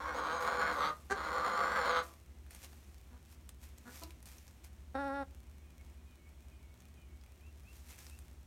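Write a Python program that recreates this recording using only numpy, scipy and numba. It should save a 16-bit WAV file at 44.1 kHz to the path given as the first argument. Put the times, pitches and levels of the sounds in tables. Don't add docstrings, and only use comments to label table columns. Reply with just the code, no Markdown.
import sys
import numpy as np
from scipy import signal
from scipy.fft import rfft, irfft
from scipy.io import wavfile
from scipy.ndimage import uniform_filter1d
from numba import njit

SR = 44100
rng = np.random.default_rng(int(sys.argv[2]) if len(sys.argv) > 2 else 0)


def dump(signal):
    limited = np.clip(np.atleast_2d(signal).T, -1, 1)
    pcm = np.round(limited * 32767).astype(np.int16)
    wavfile.write(sys.argv[1], SR, pcm)


N = 373086
TIME = np.arange(N) / SR


def undb(db):
    return 10 ** (np.asarray(db) / 20)


def unit(x):
    return x / np.sqrt(np.mean(x ** 2) + 1e-18)


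def steady(x, span_s):
    return x / np.sqrt(np.abs(uniform_filter1d(x ** 2, int(span_s * SR))) + 1e-12)


def curves(rows):
    times, *columns = np.transpose(rows)
    return [np.interp(TIME, times, column) for column in columns]


def gate(start, end, rise_s, fall_s):
    return np.clip((TIME - start) / rise_s, 0, 1) * np.clip((end - TIME) / fall_s, 0, 1)


def walk(rate_hz):
    hold = int(SR / rate_hz)
    steps = np.repeat(rng.standard_normal(N // hold + 1), hold)
    return 1.3 * uniform_filter1d(uniform_filter1d(steps, hold), hold)[:N]


def colour(x, points, size=4096):
    hz, db = np.transpose(points)
    grid = np.maximum(np.fft.rfftfreq(size, 1 / SR), 1)
    cepstrum = irfft(np.log(undb(np.interp(np.log(grid), np.log(hz), db))))
    cepstrum[1:size // 2] *= 2
    cepstrum[size // 2 + 1:] = 0
    return signal.oaconvolve(x, irfft(np.exp(rfft(cepstrum))))[:N]


def lift(x, edges_hz, db):
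    band = signal.sosfiltfilt(signal.butter(2, edges_hz, "bandpass", fs=SR, output="sos"), x)
    return x + (undb(db) - 1) * band


@njit
def resonance(x, hz, width_hz):
    y, band_state, low_state = np.empty(len(x)), 0., 0.
    for i in range(len(x)):
        g, damping = np.tan(np.pi * hz[i] / SR), width_hz / hz[i]
        band = (band_state + g * (x[i] - low_state)) / (1 + g * (g + damping))
        band_state, low_state = 2 * band - band_state, low_state + 2 * g * band
        y[i] = damping * band
    return y


def cascade(x, hz, width_hz):
    return resonance(resonance(x, hz, width_hz), hz, width_hz)


# f/Hz, level/dB
MOTOR_TONES = [(60.0, -61), (61.7, -64.5), (72.0, -57.5), (242.5, -76.5)]
def background():
    hum = 0
    for hz, db in MOTOR_TONES:
        amplitude = np.sqrt(2) * undb(db + .4 * walk(3.2))
        hum += amplitude * np.sin(2 * np.pi * (hz * TIME + rng.random()) + .098 * walk(4.3))
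    drone = unit(cascade(rng.standard_normal(N), np.full(N, 74.75), width_hz=4.3))
    rumble_spectrum = [(15, -22), (36, -10), (85, -5.5), (120, -10), (250, -40), (800, -63)]
    rumble = unit(colour(rng.standard_normal(N), rumble_spectrum))
    hiss_spectrum = [(88, -33.5), (150, -1.5), (240, -3), (270, -7.5), (354, -5), (475, -14),
                     (624, -13), (1500, -19.5), (2270, -19), (3840, -24), (9080, -31), (16000, -35.5)]
    hiss = undb(-65.5 + .5 * walk(15)) * unit(colour(rng.standard_normal(N), hiss_spectrum))
    return hum + undb(-64) * (drone + rumble) + hiss


# t/s within it, duration/s, start f/Hz, end f/Hz, level/dB before gain
PHRASE_NOTES = [(0, 0.149, 2550, 2410, -77), (0.038, 0.09, 3270, 2930, -80),
                (0.129, .16, 2268, 2204, -75.5), (.255, .1, 3230, 3400, -79),
                (0.34, 0.072, 2260, 2484, -78)]
# t/s, gain/dB
PHRASE_REPEATS = [(5.42, -13), (5.6, -7), (6.034, -4.5), (6.466, -3.5), (6.92, -3.5)]
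# t/s, level/dB
PEEPS = [(7.409, -73), (7.639, -70.5), (7.9, -77), (8.092, -73.5)]
def birds():
    peep_s, peep_from_hz, peep_to_hz = .085, 2380, 2750
    notes = [(t + lag, length, from_hz, to_hz, db + gain_db)
             for t, gain_db in PHRASE_REPEATS for lag, length, from_hz, to_hz, db in PHRASE_NOTES]
    notes += [(t, peep_s, peep_from_hz, peep_to_hz, db) for t, db in PEEPS]
    song = np.zeros(N)
    waver, flutter = 1 + .008 * walk(130), undb(5.2 * walk(55))
    for t, length, from_hz, to_hz, db in notes:
        span = (TIME >= t) & (TIME < t + length)
        progress = (TIME[span] - t) / length
        hz = to_hz + (from_hz - to_hz) * np.abs(1 - progress) ** 1.94
        phase = 2 * np.pi * np.cumsum(hz * waver[span]) / SR
        song[span] += undb(db) * np.sqrt(2 * np.abs(np.sin(np.pi * progress))) * np.sin(phase)
    trail = rng.standard_normal(SR // 2) * np.exp(-TIME[:SR // 2] / .038)
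    return song * flutter + 1.15 * signal.oaconvolve(song, trail / np.linalg.norm(trail))[:N]


# f/Hz, gain/dB
STRAW_SPECTRUM = [(290, -41), (500, 5), (1280, 6), (2570, 8.5), (2930, 4.5), (4800, 6), (8960, 0.5),
                  (10500, 1.5), (14500, -1), (16000, -12)]
# peak t/s, rise constant/s, decay constant/s, level/dB
RUSTLES = [(.426, 0.018, 0.033, -55.5), (.73, .015, 0.28, -61), (2.033, 0.0069, 0.078, -57.5),
           (2.509, 0.0054, 0.28, -62), (2.646, 0.036, 0.018, -54), (3.326, 0.041, 0.024, -64),
           (3.632, 0.015, 0.048, -59.5), (3.959, 0.065, 0.082, -55.5), (4.26, 0.0034, 0.14, -59),
           (4.644, 0.0041, 0.019, -56.5), (7.76, 0.079, 0.1, -64.5), (7.912, 0.047, 0.045, -57),
           (7.99, 0.017, 0.15, -59.5)]
# t/s, peak level/dB before filtering, ring f/Hz
SNAPS = [(2.4646, -54, 1300), (2.508, -45, 8900), (2.5484, -39.5, 9000), (2.645, -45, 3440),
         (2.731, -50, 750), (2.981, -54, 4460), (3.4915, -43, 9240), (3.7826, -49.5, 7390),
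         (4.024, -49, 3010), (4.0354, -39, 4540), (4.1065, -48.5, 2700), (4.228, -48.5, 10930),
         (4.257, -45, 8950), (4.3828, -48.5, 5700), (4.479, -48.5, 5750), (6.8038, -52.5, 6600),
         (7.212, -57, 4800), (7.237, -55.5, 1350), (7.262, -59, 2600), (7.988, -45, 5470),
         (8.0664, -46, 5290), (8.098, -46.5, 9100), (8.189, -45.5, 9000)]
def straw():
    slips_per_s, settling_per_s = 2600, 45
    slips = (rng.random(N) < slips_per_s / SR) * rng.standard_normal(N)
    slips *= undb(1.6 * np.minimum(rng.exponential(size=N), 4))
    crackle = steady(colour(unit(slips) + .64 * rng.standard_normal(N), STRAW_SPECTRUM), .044)
    envelope, snaps = np.zeros((2, N))
    for t, rise, fall, db in RUSTLES:
        from_peak = np.maximum((t - TIME) / rise, (TIME - t) / fall)
        envelope = np.maximum(envelope, undb(db) * np.exp(-np.minimum(from_peak, 20)))
    age = TIME[:SR // 20]
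    for t, db, ring_hz in SNAPS:
        burst = rng.standard_normal(len(age)) * (np.exp(-age / .0016) + .18 * np.exp(-age / .01))
        burst += 2.3 * resonance(burst, np.full(len(age), ring_hz), width_hz=1100)
        onset = int(t * SR)
        snaps[onset:onset + len(age)] += undb(db) * burst / np.abs(burst).max()
    settling = (rng.random(N) < settling_per_s / SR) * rng.standard_normal(N) * undb(-52)
    return crackle * envelope + colour(snaps + settling, STRAW_SPECTRUM)


def coop_echo(x, t60_s=.14, low_t60_s=.37):
    age = TIME[:SR // 2]
    broad, low = rng.standard_normal((2, len(age)))
    low = signal.sosfilt(signal.butter(2, 600, fs=SR, output="sos"), low)
    echo = (broad * undb(-60 * age / t60_s) + .5 * low * undb(-60 * age / low_t60_s)) * (age > .003)
    echo = signal.sosfilt(signal.butter(1, 4500, fs=SR, output="sos"), echo / np.linalg.norm(echo))
    return signal.oaconvolve(x, echo)[:N]


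# f/Hz, bandwidth/Hz, gain/dB
AIR_MODES = [(501, 24, 4.5), (574, 40, 3.5), (692, 9, 5.5), (824, 18, 2), (896, 19, -2), (1018, 18, -2),
             (1130, 50, -6.5), (1214, 16, -5.5), (1326, 33, -5), (1430, 26, -12), (1612, 36, -1),
             (1846, 43, 0.5)]
def coop_modes(x):
    rings = sum(undb(db) * signal.lfilter(*signal.iirpeak(hz, hz / width, fs=SR), x)
                for hz, width, db in AIR_MODES)
    return unit(x + rings) * np.std(x)


def syrinx(hz, rough, limp, jitter, scatter_db, air_db):
    phase = np.cumsum(hz) / SR
    cycles = np.arange(1, int(phase[-1]))
    onsets = np.interp(cycles, phase, np.arange(N))
    shift, strength, slip = rng.standard_normal((len(cycles), 3)).T
    rough, period = rough[onsets.astype(int)], SR / hz[onsets.astype(int)]
    weak = np.cumsum(np.where(slip * rough > 1, 2, 1)) % 2
    onsets += (jitter * shift - .15 * limp * weak) * rough * period
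    push = undb(scatter_db * rough * strength - 12 * limp * (1 - rough) * weak)
    taps = onsets.astype(int)[:, None] + np.arange(-7, 9)
    offset = taps - onsets[:, None]
    shapes = push[:, None] * np.sinc(offset) * np.sinc(offset / 8)
    pulses = np.bincount(np.clip(taps, 0, N - 1).ravel(), shapes.ravel(), N)
    puffs = signal.lfilter([1], [1, -np.exp(-1 / (.006 * SR))], pulses) * rng.standard_normal(N)
    return unit(pulses) + undb(air_db) * unit(puffs)


# f/Hz, gain/dB
CLUCK_SPECTRUM = [(40, -63), (200, 7.5), (390, 1), (800, 4), (1200, 5), (1600, 3.5), (2000, -3),
                  (2400, -15), (3500, -16), (4400, -7.5), (5200, -21), (6000, -13.5), (9500, -24),
                  (15000, -37)]
# t/s, duration/s, top f/Hz, level/dB, roughness (0-1), added fundamental/dB,
# open-bill brightness/dB, throat f/Hz
CLUCKS = [(1.097, 0.041, 394, -32.5, 0.34, -19, 3.5, 1590),
          (3.095, 0.087, 248.3, -66.5, 0.4, -1.5, 1, 1020), (3.849, .06, 244.3, -55, 0.48, -5.5, 2, 1410),
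          (4.013, 0.035, 333.7, -50, 0.22, -5, -11, 1050)]
def clucks():
    hz, throat_hz = np.full(N, 300.), np.full(N, 1000.)
    rough, envelope, body, bright_db = np.zeros((4, N))
    for t, length, pitch, db, roughness, body_db, open_db, ring_hz in CLUCKS:
        span = (TIME >= t) & (TIME < t + length)
        progress = (TIME[span] - t) / length
        hz[span] = pitch * (1 - .19 * (progress - .6) ** 2)
        rough[span], body[span] = roughness, undb(body_db)
        bright_db[span], throat_hz[span] = open_db, ring_hz
        envelope[span] = undb(db) * np.abs(np.sin(np.pi * progress ** .92)) ** 1.4
    pulses = syrinx(hz, rough, limp=0, jitter=.047, scatter_db=12.5, air_db=-13)
    voice = colour(pulses, CLUCK_SPECTRUM)
    voice += undb(.5) * resonance(voice, throat_hz, width_hz=75)
    voice = lift(voice, [1400, 2600], bright_db)
    fundamental = steady(cascade(voice, hz, width_hz=160), .017)
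    return (steady(voice, .0188) + body * fundamental) * envelope


# f/Hz, gain/dB
MOAN_SPECTRUM = [(60, -36), (200, -7), (277, -1), (553, -1.5), (830, 0), (1110, -10), (1390, -3),
                 (1660, -9.5), (1940, -15), (2220, -25), (2500, -26.5), (3100, -35.5), (3680, -35.5),
                 (4450, -31.5), (5000, -38), (5500, -33), (6480, -64), (8300, -47), (10100, -42),
                 (12000, -72)]
# t/s, fundamental f/Hz, level/dB
MOAN_CONTOUR = [(4.955, 270.8, -35.5), (4.969, 266.6, -39.5), (4.994, 281, -38), (5.035, 276.5, -38.5),
                (5.07, 279, -38), (5.095, 271, -39), (5.129, 276, -39.3), (5.165, 281.6, -39.5),
                (5.217, 275.2, -38.5), (5.236, 268, -44.5)]
def moan():
    hz, db = curves(MOAN_CONTOUR)
    start, end = MOAN_CONTOUR[0][0] - .012, MOAN_CONTOUR[-1][0] + .0036
    rough = .03 + .45 * np.exp(-np.abs(TIME - start) / .014) + .3 * np.exp(-np.abs(TIME - end) / .012)
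    pulses = syrinx(hz * (1 + .004 * walk(60)), rough, limp=0, jitter=.11, scatter_db=6, air_db=-28)
    note = colour(pulses, MOAN_SPECTRUM)
    note += undb(14.5) * resonance(note, np.full(N, 3710.), width_hz=92)
    for edges_hz in [1000, 1250], [1250, 2100], [2100, 6000]:
        note = lift(note, edges_hz, 1.5 * walk(35))
    return steady(note, .03) * undb(db) * gate(start, end, rise_s=.011, fall_s=.0062)


# ratio to the beak frequency, bandwidth/Hz, relative gain/dB
BILL_MODES = [(0.603, 610, -2), (.74, 600, -2), (0.997, 540, 9.5), (1.27, 800, 2.5), (1.62, 890, 1)]
def bill(voice, beak_hz):
    rings = sum(undb(db) * cascade(voice, ratio * beak_hz, width) for ratio, width, db in BILL_MODES)
    return rings * (beak_hz / 6900) ** 3


# f/Hz, gain/dB
GROWL_SPECTRUM = [(40, -32), (150, -3.5), (215, -1.5), (310, -16.5), (410, -13), (520, -11), (640, -13),
                  (850, -11), (1100, -6.5), (1550, -12), (1750, -17), (2050, -17.5), (2700, -24.5),
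                  (3200, -19.5), (3900, -18.5), (4500, -19), (4900, -28.5), (8000, -39.5), (15000, -46)]
# t/s, beak f/Hz, brightness/dB, rasp offset/dB
BILL_CONTOURS = [
    [(0, 5470, -1, -3.5), (.125, 5680, 2, -4), (.16, 6800, -3.5, -1.5), (.28, 6400, -1, 2),
     (.5, 6850, 0, -1.5), (.68, 6907, 5.5, 1.5), (.76, 6650, -3, 0), (.83, 5900, 2, 0.5),
     (.9, 6520, -1.5, -0.5)],
    [(1.17, 6910, -0.5, 0.5), (1.55, 7060, 1, 0.5), (1.75, 7400, 3, -1), (1.87, 7000, 0, 2.5),
     (1.95, 6360, 1, 0), (2.01, 6646, -4, 0)],
]
# t/s, fundamental f/Hz, level/dB, roughness (0-1), throat f/Hz, mouth f/Hz, upper f/Hz
GROWL_CONTOURS = [
    [(-.04, 309, -43, 0.51, 1100, 1450, 2220), (.1, 312.7, -41, .6, 1140, 1490, 2160),
     (.27, 322.2, -39.5, .5, 1150, 1420, 2300), (.57, 331, -37.5, 0.55, 1114, 1470, 2300),
     (.635, 329.2, -35.3, .6, 1100, 1500, 2270), (.675, 320.1, -36.5, .5, 1150, 1520, 2180),
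     (.76, 298.9, -39.5, 0.46, 1210, 1380, 2030), (.81, 299.4, -36, 0.42, 1220, 1240, 1960),
     (.88, 300.6, -34, 0.31, 1230, 1230, 1970), (.918, 305, -37, 0.19, 1225, 1304, 2080)],
    [(1.135, 315.2, -47, 0.54, 1170, 1400, 1950), (1.18, 316, -38.5, 0.46, 1170, 1420, 1970),
     (1.25, 322.2, -39.2, .42, 1190, 1430, 2000), (1.33, 324.9, -37, .55, 1180, 1370, 2020),
     (1.57, 335.2, -36, 0.61, 1210, 1420, 2030), (1.625, 340.3, -34.6, 0.58, 1190, 1370, 2070),
     (1.68, 337.8, -36, .6, 1230, 1510, 2050), (1.79, 335.2, -35, .6, 1230, 1550, 2060),
     (1.87, 332, -37, 0.54, 1220, 1490, 2070), (1.925, 331, -34, 0.23, 1260, 1440, 2060),
     (1.98, 332.2, -33, 0.24, 1290, 1390, 2030), (2.022, 331.4, -34, .3, 1260, 1410, 2080)],
]
def growls():
    out = 0
    for contour, moves in zip(GROWL_CONTOURS, BILL_CONTOURS):
        start, end = contour[0][0], contour[-1][0]
        hz, db, rough, throat_hz, mouth_hz, upper_hz = curves(contour)
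        beak_hz, bright_db, rasp_db = curves(moves)
        beak_hz *= 1 + .014 * walk(70)
        hz *= 1 + .045 * rough * walk(30)
        pulses = syrinx(hz, rough, limp=.9, jitter=.11, scatter_db=5, air_db=-7)
        voice = colour(pulses, GROWL_SPECTRUM)
        voice = signal.sosfilt(signal.butter(2, 340, "highpass", fs=SR, output="sos"), voice)
        windpipe_hz = 3185
        formants = [(throat_hz, 100, 4), (mouth_hz, 177, 4), (upper_hz, 89, 4), (windpipe_hz, 91, 0)]
        rings = sum(undb(gain_db) * resonance(voice, centre_hz * (1 + .018 * walk(20)), width_hz)
                    for centre_hz, width_hz, gain_db in formants)
        squeeze = np.exp(-((TIME - end + .063) / .059) ** 2)
        voice += rings * undb(3.5 * squeeze) + bill(voice, beak_hz) * undb(3.5 * walk(90))
        voice = lift(voice, [1350, 2700], bright_db)
        voice = lift(voice, [2600, 4900], rasp_db - 4 + 6.5 * squeeze)
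        voice = lift(voice, [240, 400], 3.5 - 2 * squeeze)
        effort = undb(db + 1.5 * walk(45))
        out += steady(voice, .0203) * effort * gate(start, end, rise_s=.037, fall_s=.033)
    return coop_modes(out)


def scene():
    far, near, closest = growls() + clucks(), straw(), moan()
    echo = coop_echo(far + undb(-7) * near + undb(-13) * closest)
    return (far + near + closest + echo + birds() + background())[None]


# f/Hz, gain/dB
MIC_RESPONSE = [(4200, -0.5), (4800, -2.5), (5500, 1.5), (9700, 4), (10500, -0.5), (11600, 3.5)]
def record(dry):
    low_pass = signal.ellip(10, .2, 70, 16000, fs=SR, output="sos")
    return signal.sosfilt(low_pass, colour(dry[0], MIC_RESPONSE))[None]


dry = scene()
out = record(dry)
dump(out)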